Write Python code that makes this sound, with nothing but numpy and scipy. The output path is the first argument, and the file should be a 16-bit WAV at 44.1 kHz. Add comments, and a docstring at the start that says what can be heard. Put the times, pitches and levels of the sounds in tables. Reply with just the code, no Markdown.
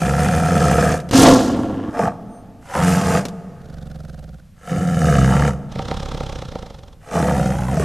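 """A large dog growls four times, close to the microphone, over faint outdoor air.
After the first growl its jaws snap; it lunges with a roar that ends in a moan, barks gruffly, and a thin
high ring follows. After the second growl come more snaps and a slow throaty purr; after the third, a long
rattling snort; then the last growl. Pulses from the vocal folds and noise from the breath ring through
chest, mouth and teeth; purr and snort are rows of single flaps. A dull echo trails each sound."""
import sys
import numpy as np
from scipy import signal
from scipy.fft import rfft, irfft, next_fast_len
from scipy.io import wavfile
from scipy.ndimage import uniform_filter1d, map_coordinates

SR = 44100
rng = np.random.default_rng(int(sys.argv[2]) if len(sys.argv) > 2 else 0)


def master(y):
    """Save y as 16-bit WAV."""
    cut = np.clip(np.atleast_2d(y).T, -1, 1)
    pcm = np.round(cut * 32767)  # scale
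    wavfile.write(sys.argv[1], SR, pcm.astype(np.int16))


N = 345744

# how fast the voice builds up, in growls and in the moan
ONSET_DB_PER_S = 278


def gain_of(db):
    """Turns decibels into an amplitude factor."""
    return 10 ** (np.asarray(db) / 20)


def evened(x):
    """Scales a sound to rms 1."""
    return x / np.sqrt(np.mean(x ** 2) + 1e-20)


def steadied(x, size=3000):
    """Holds the rms near 1 over several pulses, keeping each pulse's own size."""
    window = np.hanning(size)
    energy = signal.fftconvolve(x ** 2, window, "same")
    weight = signal.fftconvolve(np.ones(len(x)), window, "same")
    return x / np.sqrt(abs(energy / weight) + 1e-20)


def read(points, hz):
    """Reads a table of (frequency, value) on a log-frequency axis."""
    f, value = np.transpose(points)
    return np.interp(np.log(hz + 1), np.log(f + 1), value)


def add(mix, s, sound):
    """Mixes a sound in at time s, in seconds."""
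    part = mix[..., max(round(s * SR), 0):][..., :sound.shape[-1]]
    part += sound[..., :part.shape[-1]]


def faded(x, size=200):
    """Softens both ends over size samples."""
    at = np.arange(x.shape[-1])
    return x * np.minimum(np.minimum(at, at[::-1]) / size, 1)


def swell(t, centre_s, width_s):
    """A bell-shaped surge."""
    return np.exp(-.5 * ((t - centre_s) / width_s) ** 2)


def envelope_db(t, full_s, end_s, rise_db_per_s, fall_db_per_s):
    """Attack, hold and release, in dB below the top."""
    attack = -rise_db_per_s * np.maximum(full_s - t, 0)
    return attack - fall_db_per_s * np.maximum(t - end_s, 0)


def coloured(x, spectrum):
    """Boosts and cuts the frequencies of x as a spectrum table says."""
    size = next_fast_len(x.shape[-1] + 1024)
    gain = gain_of(read(spectrum, np.fft.rfftfreq(size, 1 / SR)))
    return irfft(rfft(x, size) * gain, size)[..., :x.shape[-1]]


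def air(spectrum, count, apart=0.14):
    """Air noise: coloured noise, almost alike in both channels but less so toward the top."""
    # how the difference between the channels changes with pitch: frequency_hz, level_db
    spread = [(4000, -1), (8000, 2), (13000, 6.5)]
    mid, side = coloured(rng.standard_normal((2, count)), spectrum)
    side = apart * coloured(side, spread)
    return evened(np.array([mid + side, mid - side]))


def ring(x, modes, shift=1):
    """Resonances of a body or cavity; the factor shift moves all their frequencies."""
    out = 0
    clock = np.cumsum(shift * np.ones(len(x))) / SR
    for hz, width, db in modes:
        # turn the resonance down to 0 Hz, smooth there with a double pole, and turn back
        turn = np.exp(2j * np.pi * hz * clock)
        r = np.exp(-np.pi * width / SR)
        smooth = signal.lfilter([(1 - r) ** 2], [1, -2 * r, r * r], x / turn + 1e-18)
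        out = out + gain_of(db) * (turn * smooth).real
    return out


def fine_colour(x, ring_s=.0025, share=.14):
    """Random short reflections give the sound a fine uneven colour."""
    t = np.arange(300) / SR
    reflections = share * rng.standard_normal(len(t)) * np.exp(-t / ring_s) * (t > .001)
    taps = (t == 0) + reflections
    return signal.fftconvolve(x, taps[None] / np.linalg.norm(taps), axes=1)[:, :x.shape[1]]


def outdoor_air():
    """Faint outdoor air: steady noise, mostly low."""
    # colour of the outdoor air: frequency_hz, level_db (relative)
    colour = [(25, 6), (170, 1), (350, -26), (750, -27), (1600, -28.5), (14000, -38)]
    return gain_of(-45.5) * air(colour, N, apart=0.13)


def echo(x, apart=0.098):
    """A dull, narrow tail of fading noise, in which each pitch dies at its own pace."""
    # time to fade by 60 dB: frequency_hz, t60_s
    fade_times = [(100, 3), (260, 2.5), (700, 1.63), (2000, 2.64), (8000, 1.74)]
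    # loudness of the whole tail: frequency_hz, level_db
    tail_levels = [(70, -14), (190, -11.5), (700, -13), (2000, -22), (8000, -24.5)]
    hz, t, z = signal.stft(rng.standard_normal((2, 2 * SR)), SR, nperseg=512)
    t60 = read(fade_times, hz)[:, None]
    decay = gain_of(read(tail_levels, hz)[:, None] - 60 * t / t60)
    same_energy = np.sqrt(2 * np.log(1000) / (t60 * SR))  # long and short tails weigh the same
    z = z * decay * same_energy * np.minimum(t / 0.025, 1)
    tail = signal.istft(z, SR, nperseg=512)[1]
    mid, side = signal.fftconvolve(x.mean(0)[None], tail, axes=1)[:, :N]
    return np.array([mid + apart * side, mid - apart * side])


def thin_ring():
    """A few faint high tones swell and fade after the bark."""
    # the tones: pitch_hz, level_db (rms at the peak)
    tones = [(6218, -66), (8861, -60), (12344, -79)]
    t = np.arange(N) / SR
    chord = sum(np.sqrt(2) * gain_of(db) * np.sin(2 * np.pi * hz * t) for hz, db in tones)
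    return swell(t, 2.36, 0.042) * chord


def snaps(decay_s=0.0075):
    """Wet clacks of the jaws and lips: short bursts of noise that die at once."""
    # the clacks: start_s, level_db (before the common cut below)
    clacks = [(0.977, -24), (1.001, -19.5), (1.09, -19), (1.1113, -6), (1.133, -4.5), (3.2528, -9.5),
              (3.2845, -17.5)]
    # their colour: frequency_hz, level_db (relative)
    colour = [(300, -3.5), (700, -15.5), (2000, -22), (6000, -23), (13500, -38.5)]
    out, t = np.zeros((2, N)), np.arange(2500) / SR
    for s, db in clacks:
        add(out, s, gain_of(db - 8.5) * np.exp(-t / decay_s) * air(colour, len(t)))
    return out


def purr(early_s=-0.01357):
    """The slack throat beats slowly: an early flap with a puff of air, then the main thump and puff."""
    # course of the purr: time_s, rate_beats_per_s, thump_db, air_db (levels before the factors below)
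    course = [(3.619, 24.1, -29, -48), (3.72, 23.9, -20, -42), (4, 22, -20, -42), (4.2, 20.6, -21, -42),
              (4.33, 19.1, -24, -47), (4.41, 18.2, -34, -51)]
    # resonances of the throat: frequency_hz, width_hz, level_db (relative)
    throat = [(59.2, 16.6, 14.5), (159.3, 83, 8), (250.7, 110, -34), (536, 59, -4.5), (746, 76, -10),
              (1335, 293, -42)]
    # colour of the puffs: frequency_hz, level_db (relative)
    puff_colour = [(200, 0), (650, 25), (1000, 1), (1400, 19), (2250, -1), (3600, 5.5), (5600, 2.5),
                   (13000, -10.5)]
    out, t = np.zeros((2, N)), np.arange(-1400, 4000) / SR
    when, *columns = np.transpose(course)
    clock = np.arange(when[0], when[-1], 1 / SR)
    rate, thump_db, air_db = (np.interp(clock, when, c) for c in columns)
    beats = np.flatnonzero(np.diff(np.floor(np.cumsum(rate) / SR), prepend=-1))
    for k in beats:
        flaps = swell(t, 0, .00008) + 1.03 * swell(t, early_s, .00008)
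        flutter = 0.013 * swell(t, -0.0023, 0.0062) * rng.standard_normal(len(t))
        body = -ring(flaps + flutter, throat)
        thump = 0.46 * body / abs(body).max() + 0.36 * swell(t, 0.0016, 0.0018)
        puff_shape = swell(t, -0.00093, 0.0032) + 0.51 * swell(t, early_s, 0.004)
        puff = puff_shape * air(puff_colour, len(t))
        add(out, clock[k] + t[0], gain_of(thump_db[k]) * thump + gain_of(air_db[k]) * puff)
    return out * gain_of([[-1.2], [1.2]])  # a little to the right


def slap(t):
    """The soft palate slaps shut and rings the throat; the peak is 1."""
    # resonances of the throat: frequency_hz, width_hz, level_db (relative)
    throat = [(235, 190, 3.5), (518, 186, 2), (767, 50, 4), (928, 83, -1.5), (1340, 390, -12),
              (1890, 1700, -15), (3410, 2800, -19.5)]
    click = swell(t, 0.000829, .00005)
    flutter = 0.046 * swell(t, 0.002, 0.022) * rng.standard_normal(len(t))
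    sound = -ring(click + flutter, throat)
    return sound / abs(sound).max()


def snort():
    """Air rushes past the soft palate, which slaps shut and pushes out a low pressure pulse."""
    # speed of the palate: time_s, rate_flaps_per_s
    flap_rate = [(5.7229, 28.3), (5.914, 34.5), (6.206, 34), (6.555, 29), (6.746, 23.3), (6.94, 20)]
    # strength of the airflow: time_s, level_db
    airflow = [(5.72, -31), (5.92, -26), (6.35, -28.5), (6.7, -35.5), (6.93, -43)]
    # colour of the rushing air: frequency_hz, level_db (relative)
    rush_colour = [(70, 6), (150, 10.5), (260, 1.5), (400, -9.5), (540, -0.5), (650, -18), (780, -0.5),
                   (1050, -8.5), (1300, -8.5), (2200, -19.5), (3600, -11.5), (4600, -20), (5400, -17),
                   (13500, -42.5)]
    # a few extra, hard slaps: time_s, level_db
    hard_slaps = [(5.758, -20), (5.792, -12.5), (5.913, -9.5), (6.206, -16.5), (6.555, -19)]
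    slap_over_flow_db, slap_scatter_db, push_size = 2.5, 4, 1.76
    out, t = np.zeros((2, N)), np.arange(-1400, 3000) / SR
    clock = np.arange(flap_rate[0][0], flap_rate[-1][0], 1 / SR)
    cycle = np.floor(np.cumsum(np.interp(clock, *np.transpose(flap_rate))) / SR)
    for s in clock[np.diff(cycle, prepend=-1) > 0]:
        rush_shape = swell(t, 0.00058, 0.0036) + 0.27 * swell(t, 0, 0.025)
        rush = rush_shape * air(rush_colour, len(t))
        push = swell(t, 0.0031, 0.0029) - .5 * swell(t, 0.0053, 0.0077)
        flow = gain_of(np.interp(s, *np.transpose(airflow)))
        scatter_db = slap_scatter_db * np.clip(rng.standard_normal(), -2, 2)
        force = gain_of(slap_over_flow_db + scatter_db)
        add(out, s + t[0], flow * (force * slap(t) + rush + push_size * push))
    for s, db in hard_slaps:
        add(out, s + t[0], gain_of(db) * slap(t))
    return fine_colour(out, ring_s=0.0037, share=0.035) * gain_of([[-.8], [.8]])  # a little to the right


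def folds(rate, rough, jitter=.24, shimmer_db=0.0, alternate_db=-1.5):
    """Uneven closures of the vocal folds: pushes, their sharp edges, and the puff of air after each."""
    edge_scatter_db, puff_s = 4.3, .002  # puff_s: how fast a puff dies away
    count = len(rate)
    wander = evened(uniform_filter1d(rng.standard_normal(count), 450))
    cycle = np.floor(np.cumsum(rate * (1 + jitter * rough * wander)) / SR)
    size, sharpness = np.clip(rng.standard_normal((2, count)), -2, 2)
    pushes = np.diff(cycle, prepend=0) * gain_of(shimmer_db * size)
    # strong and weak closures take turns
    edges = pushes * gain_of(edge_scatter_db * sharpness + alternate_db * (-1) ** cycle)
    puffs = signal.lfilter([1], [1, -np.exp(-1 / (puff_s * SR))], edges)
    return evened(pushes), evened(edges), evened(puffs)


def roughened(pulses, puffs, share):
    """Blends clean pulses with turbulence that surges at each pulse."""
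    share = np.clip(share, 0, 1)
    turbulence = evened((.5 + puffs) * rng.standard_normal(len(pulses)))
    return (1 - share) * pulses + share * turbulence


def spittle(count, grain_db=0.0, size=260):
    """Wet lips make the hiss sputter: a random gain, smoothed over size samples."""
    return gain_of(grain_db * evened(uniform_filter1d(rng.standard_normal(count), size)))


def sputtered(x, grain_db=2.0, drift_db=1.03, size=3500):
    """Each band of the hiss flickers with the spittle and drifts on its own."""
    # low, middle and high band: centre_hz, width_octaves
    hiss_bands = [(2800, .45), (5500, .4), (10000, .4)]
    count = x.shape[-1]
    length = next_fast_len(count + 1024)
    octave = np.log2(np.clip(np.fft.rfftfreq(length, 1 / SR), 1000, 16000))
    bands = np.array([swell(octave, np.log2(hz), width) for hz, width in hiss_bands])
    shares = bands / bands.sum(0)
    parts = irfft(rfft(x, length)[None] * shares[:, None], length)[..., :count]
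    out = 0
    for part in parts:
        flicker = spittle(count, grain_db) * spittle(count, drift_db, size=size)
        out = out + part * evened(flicker)
    return out


def roar(throb_hz=20.4, throb_db=2.6, throb_peak_s=1.597):
    """A hoarse blast through wide jaws, which dies away in a throbbing moan."""
    # rows chest, mouth, rasp, hiss: full_s, hold_s, level_db, rise_db_per_s, fall_db_per_s
    blasts = [(1.152, 0.17, -8, 346, 88), (1.276, 0.019, -7.5, 83.5, 105), (1.144, 0.16, -22.5, 244, 84.5),
              (1.177, 0.082, -16, 225.5, 89.5)]
    # resonances of chest, mouth and rasp: frequency_hz, width_hz, level_db (relative)
    chest_modes = [(117, 57, -4), (260.6, 100, 2)]
    mouth_modes = [(506, 160, -1), (672, 130, -3), (825, 75, -8.5), (1085, 260, -10.5)]
    rasp_modes = [(1328, 200, 6.5), (1570, 230, 0.5), (2370, 280, -23), (2870, 690, -7)]
    # colour of the hiss: frequency_hz, level_db (relative)
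    hiss_colour = [(2500, -6.5), (3500, -3.5), (6500, -4), (8500, -9), (13200, -20)]
    # the moan as it takes over, before its throb: chest_db, mouth_db, rasp_db
    moan_levels = [-19.5, -27.5, -40]
    start_s, attack_s, moan_start_s, moan_end_s, moan_fade_db_per_s = 1.105, 0.03, 1.5, 1.9, 16
    rate_hz, sag_hz_per_s, rough = 135, 35, .58
    t = np.arange(start_s, moan_end_s, 1 / SR)
    *blast_db, hiss_db = (db + envelope_db(t, s, s + hold, rise, fall)
                          for s, hold, db, rise, fall in blasts)
    moan_db = envelope_db(t, moan_start_s, moan_start_s, ONSET_DB_PER_S, moan_fade_db_per_s)
    moan_db = moan_db + throb_db * np.cos(2 * np.pi * throb_hz * (t - throb_peak_s))
    pushes, edges, puffs = folds(rate_hz - sag_hz_per_s * (t - t[0]), rough)
    drive = roughened(pushes, puffs, rough)
    voiced = 0
    for blast, db, modes in zip(blast_db, moan_levels, [chest_modes, mouth_modes, rasp_modes]):
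        gain = np.hypot(gain_of(blast), gain_of(db + moan_db))
        voiced = voiced + gain * steadied(ring(drive, modes))
    sputter = steadied(spittle(len(t), grain_db=1.5))
    jet = sputtered(air(hiss_colour, len(t)), grain_db=2.0, drift_db=-1.7)
    hiss = gain_of(hiss_db) * sputter * jet
    return t[0], faded(voiced + hiss) * np.minimum((t - t[0]) / attack_s, 1) ** 2


def controls(row, curve):
    """The times of one outburst, the levels that follow from effort and roughness, and the voice's state."""
    # loud cracks of the voice in mouth and rasp: time_s, extra_db
    voice_cracks = [(.783, 6), (2.079, 3.5), (2.753, 7.5), (3.143, 6), (5.152, 4.5), (7.279, 6)]
    crack_decay_s = 0.015
    # rasp and air build up first and let go a little earlier; the chest joins late and fast
    chest_onset_db_per_s, release_db_per_s, chest_lag_s = 477, 330, 0.0091
    air_onset_db_per_s, air_release_db_per_s, air_lead_s = 209, 289, 0.0087
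    # dB that each layer gains for one dB of effort
    chest_follows, mouth_follows, rasp_follows, hiss_follows = 0.55, 1.11, 1.1, 1
    # rougher folds lose boom and drive the mouth harder: dB per unit of roughness above the usual
    usual_rough, rough_chest_db, rough_mouth_db = 0.33, -14.5, 13.5
    # the push of the lungs is never steady: scatter of its random points and their spacing
    unsteady_db, unsteady_s = 0.83, 0.03456
    start, end, chest_db, mouth_db, rasp_db, hiss_db = row
    t = np.arange(max(start - .15, 0), end + .15, 1 / SR)
    when, *columns = np.transpose(curve)
    effort, rate, rough, gape, shift = (np.interp(t, when, c) for c in columns)
    points = rng.standard_normal(SR // 200)
    effort = effort + unsteady_db * np.interp((t - t[0]) / unsteady_s, np.arange(len(points)), points)
    boom = envelope_db(t, start + chest_lag_s, end, chest_onset_db_per_s, release_db_per_s)
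    voice = envelope_db(t, start, end, ONSET_DB_PER_S, release_db_per_s)
    airflow = envelope_db(t, start - air_lead_s, end - air_lead_s, air_onset_db_per_s, air_release_db_per_s)
    crack = sum(db * (t >= s) * np.exp(-abs(t - s) / crack_decay_s) for s, db in voice_cracks)
    extra_rough = rough - usual_rough
    levels = [chest_db + boom + chest_follows * effort + rough_chest_db * extra_rough,
              mouth_db + voice + crack + mouth_follows * effort + rough_mouth_db * extra_rough,
              rasp_db + airflow + crack + rasp_follows * effort,
              hiss_db + airflow + hiss_follows * effort]
    return t, levels, (rate, rough, gape, shift)


def growl(row, curve, lowest_hz=50):
    """Slow fold pulses boom in the chest, ring in the mouth and rasp past the bared teeth."""
    # resonances: frequency_hz, width_hz, level_db (relative)
    chest_modes = [(81.7, 16.3, 1), (162.8, 67, 8), (236, 36, -14.5)]
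    mouth_modes = [(361, 285, -12), (489, 118, -1), (704.2, 54.6, 2), (1004, 290, -29)]
    open_mouth_modes = [(586.5, 88, -3.5), (873, 145, -2.5), (1135, 280, -9)]
    rasp_modes = [(1302, 142, 6.2), (1638, 255, 0.35)]
    teeth_modes = [(1780, 330, -5), (2368, 300, -11), (2990, 270, -25)]
    # colour of the hiss: frequency_hz, level_db (relative)
    hiss_colour = [(2500, -2), (3200, -7.5), (3900, -11.5), (4800, -9.5), (6300, -7), (9000, -9),
                   (13200, -21.5)]
    # the pressure bump of each closure is fullest when the folds beat slowly: rate_pulses_per_s, size
    bump_sizes = [(62, 0.82), (92, 0.34)]
    # scatter of the closures that reaches the mouth; least turbulence in the rasp; slide of the hiss (0-1)
    mouth_scatter, rasp_noise, hiss_slide = 0.33, .24, .5
    t, (chest_db, mouth_db, rasp_db, hiss_db), (rate, rough, gape, shift) = controls(row, curve)
    pushes, edges, puffs = folds(rate, rough)

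    flow = signal.lfilter(np.hanning(270), [1], pushes)  # each closure also radiates one smooth bump
    bump = np.interp(rate, *np.transpose(bump_sizes)) * evened(flow)
    tension = (rate / 77) ** 0.13 * (1 + 0.34 * (rough - .25))  # a slack, easy throat booms lower
    boom = evened(ring(roughened(pushes, puffs, rough + 0.27), chest_modes, tension))
    low_cut = signal.butter(2, lowest_hz, "high", fs=SR, output="sos")
    chest = signal.sosfiltfilt(low_cut, bump - boom)

    drive = roughened(evened(pushes + mouth_scatter * edges), puffs, rough + 0.32)
    mouth = ring(drive, mouth_modes, shift) + gape * ring(drive, open_mouth_modes, shift)

    rasp_drive = roughened(edges, puffs, rough + rasp_noise)
    rasp = ring(rasp_drive, rasp_modes, shift) + (0.1 + gape) * ring(rasp_drive, teeth_modes, shift)

    voiced = gain_of(chest_db - 1.0) * steadied(chest)
    voiced = voiced + gain_of(mouth_db - 1.5) * steadied(mouth) + gain_of(rasp_db) * steadied(rasp)

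    # the colour of the hiss slides with the mouth resonances: the noise is read faster or slower
    jet = fine_colour(air(hiss_colour, 2 * len(t)))
    place = np.cumsum(shift ** hiss_slide)
    jet = np.array([map_coordinates(side, [place], order=3) for side in jet])
    hiss = steadied((1 + 0.23 * puffs) * spittle(len(t), grain_db=0.85)) * sputtered(jet)
    return t[0], faded(voiced + gain_of(hiss_db + 1.5) * hiss)


def scene():
    """The dog, its echo and the faint outdoor air."""
    # four growls, with the short bark second (levels before effort, roughness and trims):
    # start_s, end_s, chest_db, mouth_db, rasp_db, hiss_db
    outbursts = [(0, 0.951, -16.5, -21, -28, -32), (1.997, 2.074, -19, -21, -32, -42),
                 (2.76, 3.187, -16, -21, -28.5, -28.5), (4.708, 5.488, -15.5, -22, -30, -35),
                 (7.15, 7.84, -18, -23.5, -37, -37.5)]
    # the voice in each: time_s, effort_db, rate_pulses_per_s, roughness (0-1), gape of the lips (0-1),
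    # shift (factor on the mouth resonances)
    first_growl = [(0, -1.5, 63, 0.35, 0.33, 1.025), (.26, 0.5, 75, 0.28, 0.4, 1.035),
                   (.52, 2, 86.4, 0.32, 0.36, 1.01), (.72, 3, 67.8, .35, 0.34, 1),
                   (.95, 1.5, 82.5, 0.47, 0.31, 1)]
    gruff_bark = [(1.99, 1.3, 96.15, 0.7, 1, 0.99), (2.044, 1.8, 96.3, 0.33, 1, .97),
                  (2.08, 0.12, 95.8, .6, 0.82, 0.99)]
    second_growl = [(2.75, -4.5, 67.86, 0.8, 1, 1.12), (2.85, 2.5, 90.18, .14, 0.72, .98),
                    (2.96, -0.5, 91.2, 0.17, 1, .99), (3.02, -3, 89.88, .5, 0.94, .98),
                    (3.156, 0.5, 88.36, 0.39, 0.57, 0.96)]
    third_growl = [(4.7, -5, 94.16, .36, 0.16, 1.013), (4.96, -3.5, 84.28, 0.21, 0, 1.04),
                   (5.1, 4, 69.95, 0.27, 0.07, 0.98), (5.23, 2.5, 64.06, 0.073, 0, .99),
                   (5.32, 1.5, 66.44, .24, 1, 1.02), (5.449, 2, 72.7, 0.24, 0.83, 1.02)]
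    last_growl = [(7.19, 2.5, 76.9, 0.46, 0.77, 0.97), (7.42, 1, 63.32, 0.32, 0.22, 1.07),
                  (7.52, -0.5, 60.9, 0.35, 0.39, 1.07), (7.64, -6, 59.3, .3, 0.85, 1.24),
                  (7.8, 2.5, 76.4, .32, 0.36, 0.88)]
    dog = np.zeros((2, N))
    for row, curve in zip(outbursts, [first_growl, gruff_bark, second_growl, third_growl, last_growl]):
        add(dog, *growl(row, curve))
    add(dog, *roar())
    dog = dog * gain_of([[-.15], [.15]])  # a touch to the right
    dog = dog + purr() + snort() + snaps() + thin_ring()
    return dog + echo(dog) + outdoor_air()


def record(dry):
    """The microphone sheds the lowest rumble and rounds off the loudest peaks; then the top is cut."""
    # low cut of the left and right microphone: frequency_hz
    low_cuts = [26.4, 8.3]
    heard = np.array([signal.sosfilt(signal.butter(1, hz, "high", fs=SR, output="sos"), x)
                      for hz, x in zip(low_cuts, dry)])
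    rounded = heard / (1 + heard ** 6) ** (1 / 6)
    top_cut = signal.firwin(255, 13700, window=("kaiser", 9), fs=SR)  # 13700 Hz
    return signal.oaconvolve(rounded, top_cut[None], "same", axes=1)


dry = scene()
out = record(dry)
master(out)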